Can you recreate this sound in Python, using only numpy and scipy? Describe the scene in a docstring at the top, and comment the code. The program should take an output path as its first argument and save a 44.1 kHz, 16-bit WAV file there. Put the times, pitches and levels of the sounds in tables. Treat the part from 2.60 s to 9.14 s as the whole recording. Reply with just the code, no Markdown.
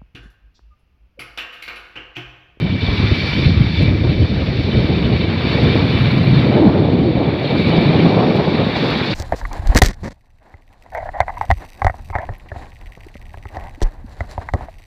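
"""Wind buffets the microphone of a phone held at the open window of a car on a wet road.
Eddies rumble and flutter at the port in surges and lulls, brighter as the flow speeds up;
now and then vortices shed in step and hoot. Behind the wind, tyres roar and spray, the
slipstream hisses, a gap whistles faintly, mist sizzles and a few droplets tick on the case."""
import sys
import numpy as np
from scipy import signal
from scipy.fft import rfft, irfft
from scipy.io import wavfile
from scipy.ndimage import uniform_filter1d, minimum_filter1d, map_coordinates

SR = 44100
rng = np.random.default_rng(int(sys.argv[2]) if len(sys.argv) > 2 else 0)


def unload_audio(sound):
    """Save the sound as a 16-bit wav file, at the path given as the first command line argument."""
    columns = np.transpose(np.atleast_2d(sound))
    # keep every value between -1 and 1, then stretch to whole-number steps
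    steps = np.round(np.clip(columns, -1, 1) * 32767)
    wavfile.write(sys.argv[1], SR, steps.astype(np.int16))


N = 288414
TIME_S = np.arange(N) / SR

# Mean wind at the port. Each row: time in seconds, rumble and flutter in dB before trim.
WIND_LEVELS = [(0, -15.5, -33), (0.72, -20, -32.5), (0.8, -11, -27.5), (1.1, -15.5, -37),
               (1.3, -13.5, -26.5), (1.9, -17, -29.5), (2.2, -15, -25.5), (2.83, -18, -27.5),
               (3.05, -14, -22), (3.5, -14, -29), (3.75, -12, -26.5), (3.98, -14, -16), (4.4, -13.5, -22),
               (4.78, -22.5, -24.5), (5.2, -12.5, -20.5), (5.6, -14, -17), (6.1, -19.5, -25),
               (6.54, -22, -26.5)]
# Flow past the port. Each row: time in seconds, speed as a ratio.
FLOW_SPEED = [(0, 0.87), (.9, 0.86), (1.6, 0.77), (3.0, 1), (3.7, 1.147), (4.6, 1.09), (5.6, 1.4),
              (6.54, 1.103)]
# Single eddies. Each row: centre and length in seconds, rumble and flutter surge in dB.
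EDDY_HITS = [(0.287, 0.0093, 15, 14.5), (0.447, 0.07, 5.5, 3), (0.519, 0.011, 12, 7),
             (0.863, 0.018, 6.5, 0), (0.916, 0.014, 5.5, -12), (0.973, 0.017, 6, 4),
             (1.007, 0.014, 12.5, 0), (1.211, 0.032, 7, 7.5), (1.285, 0.012, 8, 8), (1.398, 0.019, 3, -11),
             (1.457, 0.019, 5.5, 6.5), (1.51, 0.028, 6, 0), (1.621, 0.02, 8.5, 5), (2.165, .04, 7, 3.5),
             (2.32, 0.022, 4, 5), (2.46, 0.022, 4, 4.5), (2.546, 0.07, 4, 2.5), (2.985, 0.021, 1, 9),
             (3.039, 0.025, 4, -1.5), (3.074, 0.02, 4.5, 2), (3.159, 0.0088, 1, 10.5),
             (4.037, .05, -1, -0.5), (4.088, .02, 2.5, -2), (4.566, 0.021, 6.5, 4), (4.617, 0.04, 0, 5.5),
             (4.687, 0.039, 5, 3.5), (4.922, .04, 3.5, 6), (5.13, 0.044, 1.5, 4.5), (5.266, .025, 6.5, -2),
             (5.871, 0.02, 0.5, 4.5), (6.01, 0.051, 4.5, 4), (6.265, 0.038, 1.5, 8.5)]
# The flow leaves the port briefly. 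Each row: centre in seconds, dip in dB.
FLOW_LULLS = [(0.198, -5.5), (0.756, -4.5), (1.155, -5.5), (2.108, -1), (2.809, -0.5), (4.527, -2.5),
              (4.59, -3), (5.038, -3)]
# Noise spectra, wind at unit speed. Each row: frequency in Hz, relative density in dB.
WIND_SPECTRUM = [(10, -50), (25, -22), (40, -22.5), (55, -9.5), (75, -1.5), (125, 1.5), (200, -2),
                 (300, -5.5), (500, -12.5), (800, -21.5), (1300, -37), (2500, -58), (6000, -100)]
ROAR_SPECTRUM = [(25, 1.5), (100, 2), (500, -4.5), (1000, 0), (1450, -2), (1900, -2.5), (2600, -21),
                 (6000, -55)]
SPRAY_SPECTRUM = [(2000, -32), (3900, -5.5), (4450, 13), (4900, 4.5), (5500, 1), (6100, -12), (6800, -25),
                  (9000, -28), (15500, -35.5)]
HISS_SPECTRUM = [(1000, -24), (1700, -2.5), (2100, 2), (2750, 1), (2930, -1.5), (3280, -2.5), (3480, 3),
                 (3800, 1.5), (4100, -1.5), (4450, -1.5), (4900, -16), (6000, -37), (8000, -43.5)]
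# Wet tyres. Each row: time in seconds, roar in dB, spray in dB re hiss, both before trim.
TYRE_LEVELS = [(0, -37.5, -19), (0.35, -30, -17), (0.8, -30.5, -15.5), (1.3, -35.5, -17.5),
               (1.85, -35.5, -16.5), (2.7, -33, -21.5), (2.95, -29, -20), (3.85, -29, -24),
               (4.12, -33, -20), (4.4, -38.5, -28.5), (5.1, -30.5, -28), (5.75, -31.5, -17.5),
               (6.05, -29.5, -27), (6.25, -24.5, -23), (6.54, -28.5, -23)]
# Slipstream as the phone turns in and out of shelter. Each row: time in seconds, dB before trim.
HISS_LEVELS = [(0, -34), (0.18, -35), (0.25, -28.5), (0.85, -26.5), (0.93, -31.5), (1.13, -32),
               (1.19, -27.5), (1.31, -33), (1.85, -33.5), (2.2, -30.5), (2.78, -31), (2.9, -26.5),
               (3.92, -29.5), (4.09, -36), (4.7, -34), (5.12, -26.5), (5.75, -31.5), (6.3, -27.5)]
# Hollows by the window. Each row: centre and width in Hz, sheltered and leaning level in dB re hiss.
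HOLLOW_MODES = [(3056, 18, -13.5, -26), (3385, 88, -28.5, -9.5), (3558, 150, -9, -21.5),
                (3775, 320, -14, -8), (4450, 940, -24, -8.5)]
# Lean of the phone into the slipstream. Each row: time in seconds, share from 0 to 1.
PHONE_LEAN = [(0, 0), (2.8, 0.24), (4.7, 0.34), (5.1, 0.4), (5.6, 0.4), (6.2, 0.85), (6.54, 1)]
# Window gap. Each row: time in seconds, whistle in dB re hiss before trim, purity from 0 to 1.
GAP_WHISTLE = [(0, -1, .4), (.55, -.5, .7), (.9, -2.5, .5), (1.24, 1, .55), (1.4, -4, .1), (4.6, -4, .05),
               (5.1, -2, .25), (5.9, -5, .1), (6.54, -7.5, .05)]
# Mist reaching the case. Each row: centre and length in seconds, rise in dB.
MIST_WAFTS = [(3.55, .55, 10), (4.996, .25, 7)]
# Droplets on the case. Each row: time in seconds, level in dB before trim.
DROPLET_HITS = [(1.2266, -38), (3.036, -40), (5.2131, -43), (5.765, -39), (6.3076, -40)]
# Vortex shedding. 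Each row: centre and length in seconds, pitch in Hz, level in dB.
VORTEX_SPELLS = [(3.426, 0.093, 125, -12), (3.573, 0.081, 127.6, -17), (3.708, 0.11, 126.2, -10.5),
                 (3.786, 0.046, 135, -5), (4.034, 0.051, 312.5, -6.5), (4.068, 0.02, 186.9, -3),
                 (4.475, 0.056, 335.7, -14.5), (4.618, 0.059, 313, -16.5), (5.095, 0.19, 174, -14.5),
                 (5.442, 0.054, 169.7, -9.5)]


def from_db(db):
    """Decibels to gain."""
    return 10 ** (np.asarray(db) / 20)


def unit_rms(x):
    """Scale to unit power."""
    return x / np.sqrt(np.mean(x ** 2) + 1e-20)


def curves(rows):
    """Interpolate each column to one value per sample."""
    times_s, *columns = np.transpose(rows)
    return [np.interp(TIME_S, times_s, column) for column in columns]


def coloured(gain_at):
    """Looping noise weighted by gain_at(hz), unit power."""
    hz = np.arange(N // 2 + 1) * SR / N
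    return unit_rms(irfft(rfft(rng.standard_normal(N)) * gain_at(hz), N))


def noise(spectrum):
    """Noise from a spectrum table, interpolated in log frequency."""
    points_hz, points_db = np.transpose(spectrum)
    return coloured(lambda hz: from_db(np.interp(np.log(hz + 1), np.log(points_hz), points_db)))


def resonance(centre_hz, width_hz):
    """Turbulence ringing in one resonance, unit power."""
    return coloured(lambda hz: 1 / (1 + (2 * (hz - centre_hz) / width_hz) ** 2))


def drift(rate_hz):
    """Smooth random curve, unit RMS, rolling off above rate_hz."""
    coarse_s = TIME_S[::20]
    hz = np.arange(len(coarse_s) // 2 + 1) * SR / N
    spectrum = rfft(rng.standard_normal(len(coarse_s))) / (1 + (hz / rate_hz) ** 2)
    return np.interp(TIME_S, coarse_s, unit_rms(irfft(spectrum, len(coarse_s))))


def split(x, hz):
    """Low band and remainder; they sum to x."""
    low = signal.sosfiltfilt(signal.butter(3, hz, fs=SR, output="sos"), x)
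    return low, x - low


def steady(x, window_s):
    """Even out swells slower than the window; unit power."""
    size = max(int(window_s * SR), 2)
    return x / np.sqrt(uniform_filter1d(uniform_filter1d(x ** 2, size), size) + 1e-12)


def swell(centre_s, length_s):
    """Gaussian bump of height 1; length_s spans two sigma."""
    return np.exp(-2 * ((TIME_S - centre_s) / length_s) ** 2)


def swirl(x, edges_hz, depth_db, rate_hz):
    """Each band below the top edge swells and fades on its own."""
    out = 0
    for edge_hz in edges_hz:
        low, x = split(x, edge_hz)
        out = out + low * from_db(depth_db * drift(rate_hz))
    return out + x


def surges(lull_s=0.03):
    """Eddies and lulls shift the rumble and the flutter; both in dB."""
    rumble_db = flutter_db = sum(db * swell(centre_s, lull_s) for centre_s, db in FLOW_LULLS)
    for centre_s, length_s, rumble_peak_db, flutter_peak_db in EDDY_HITS:
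        bump = swell(centre_s, length_s)
        rumble_db = rumble_db + rumble_peak_db * bump
        flutter_db = flutter_db + flutter_peak_db * bump
    return rumble_db, flutter_db


def wind(rumble_trim_db=-0.64, flutter_trim_db=1.0, unit_speed_thump_hz=121.8, churn_share=0.59):
    """Large eddies rumble and break into clumps of small ones that flutter; surges thump the port."""
    rumble_db, flutter_db = curves(WIND_LEVELS)
    speed, = curves(FLOW_SPEED)
    surge_db, flutter_surge_db = surges()
    # A frozen eddy field sweeps past the port.
    pressure = map_coordinates(noise(WIND_SPECTRUM), [np.cumsum(speed)], order=3, mode="grid-wrap")
    large, small = split(pressure, hz=297.4)
    clumps_db = 3.0 * drift(23)
    large = steady(large * from_db(clumps_db), window_s=0.07)
    small = swirl(small, np.geomspace(400, 1100, 5), depth_db=2.5, rate_hz=11)
    small = steady(small * from_db(clumps_db / 2), window_s=0.091)
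    # Part of a surge lifts the rumble; the remaining power drives the thump.
    churn_db = np.minimum(surge_db, churn_share * surge_db)
    thump_power = np.maximum(from_db(2 * surge_db) - from_db(2 * churn_db), 0)
    thump_hz = unit_speed_thump_hz * speed * (1 + 0.2 * drift(40))
    thump = np.sqrt(2 * thump_power) * np.sin(2 * np.pi * np.cumsum(thump_hz) / SR)
    rumble = from_db(rumble_db + churn_db + rumble_trim_db) * large
    flutter = from_db(flutter_db + flutter_surge_db + flutter_trim_db) * small
    return rumble + from_db(rumble_db) * thump + flutter


def tyres(hiss_db, roar_trim_db=-1.45, spray_trim_db=5.5):
    """Wet tyres roar and throw fine spray, whose level follows the hiss."""
    roar_db, spray_db = curves(TYRE_LEVELS)
    roar = swirl(noise(ROAR_SPECTRUM), np.linspace(700, 1900, 6), depth_db=4.0, rate_hz=20)
    spray = from_db(hiss_db + spray_db + spray_trim_db) * noise(SPRAY_SPECTRUM)
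    return from_db(roar_db + roar_trim_db) * roar + spray


def gap_whistle(trim_db=-0.36):
    """A gap locks onto one pitch while the flow is even; otherwise it is breathy."""
    level_db, purity = curves(GAP_WHISTLE)
    tone = steady(resonance(centre_hz=2310, width_hz=40), window_s=0.05)
    breath = resonance(centre_hz=2315, width_hz=185)
    return from_db(level_db + trim_db) * (np.sqrt(purity) * tone + np.sqrt(1 - purity) * breath)


def squeals(per_s=110, length_s=0.046, low_hz=2000, high_hz=4500, glide_share=0.011, trim_db=-8.5):
    """Tiny eddies sing brief gliding notes: a watery grain in the hiss."""
    out = np.zeros(N + SR)
    size = int(length_s * SR)
    ramp = 2 * np.arange(size) / (length_s * SR) - 1
    for when, pitch, glide, strength in rng.random((int(per_s * N / SR), 4)):
        centre_hz = low_hz + pitch * (high_hz - low_hz)
        hz = centre_hz * (1 + glide_share * (2 * glide - 1) * ramp)
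        tone = np.sin(2 * np.pi * np.cumsum(hz) / SR)
        start = int(when * N)
        out[start:start + size] += 2 * strength * np.hanning(size) * tone
    return from_db(trim_db) * out[:N]


def slipstream(hiss_db, trim_db=-1.22, fitful_db=3.0):
    """Passing air hisses, rings fitfully in hollows, blows the gap and squeals."""
    lean, = curves(PHONE_LEAN)
    rush = noise(HISS_SPECTRUM)
    for centre_hz, width_hz, sheltered_db, leaning_db in HOLLOW_MODES:
        ring_db = sheltered_db + lean * (leaning_db - sheltered_db) + fitful_db * drift(25)
        rush += from_db(ring_db) * resonance(centre_hz, width_hz)
    rush = swirl(rush + gap_whistle(), np.linspace(1500, 4500, 7), depth_db=2.46, rate_hz=42)
    return from_db(hiss_db + trim_db) * (rush + squeals())


def mist(base_db=-77, grain_db=4.5, follow_share=0.9, usual_hiss_db=-30):
    """Fine drops in the slipstream sizzle unevenly, high and faint."""
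    hiss_db, = curves(HISS_LEVELS)
    waft_db = sum(db * swell(centre_s, length_s) for centre_s, length_s, db in MIST_WAFTS)
    level_db = base_db + follow_share * (hiss_db - usual_hiss_db) + waft_db
    sizzle = resonance(centre_hz=11200, width_hz=3000) * from_db(grain_db * drift(300))
    return from_db(level_db) * unit_rms(sizzle)


def droplets(length_s=0.001, trim_db=-3):
    """Each droplet strikes the case with a tiny bright tick."""
    envelope = sum(from_db(db + trim_db) * swell(time_s, length_s) for time_s, db in DROPLET_HITS)
    _, treble = split(rng.standard_normal(N), hz=5000)
    return envelope * treble


def vortex_shedding(wander_share=0.0702, sag_share=0.12):
    """Vortices leave an edge in step: a rough hoot that sinks as the flow slackens."""
    out = np.zeros(N)
    wander = 1 + wander_share * drift(41.4)
    for centre_s, length_s, centre_hz, db in VORTEX_SPELLS:
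        progress = np.clip((TIME_S - centre_s) / length_s, -0.5, 0.5)
        hz = centre_hz * (1 - sag_share * progress) * wander
        out += from_db(db) * swell(centre_s, length_s) * np.sin(2 * np.pi * np.cumsum(hz) / SR)
    return out


def scene(waver_db=0.39):
    """Sum all sources at one microphone."""
    near = wind() + vortex_shedding() + mist() + droplets()
    hiss_db = curves(HISS_LEVELS)[0] + waver_db * drift(7.9)
    return (near + tyres(hiss_db) + slipstream(hiss_db))[None]


def record(dry, ceiling=0.86, low_cut_hz=45, stopband_hz=16000, window_s=0.001):
    """The microphone loses deep bass; a limiter ducks the strongest gusts; the top is cut."""
    dry = signal.sosfilt(signal.butter(3, low_cut_hz, "high", fs=SR, output="sos"), dry)
    size = int(window_s * SR)
    gain = np.minimum(1, ceiling / (np.abs(dry) + 1e-9))
    held = minimum_filter1d(gain, 2 * size)
    smoothed = uniform_filter1d(uniform_filter1d(held, size), size)
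    return signal.sosfilt(signal.cheby2(12, 60, stopband_hz, fs=SR, output="sos"), dry * smoothed)


dry = scene()
out = record(dry)
unload_audio(out)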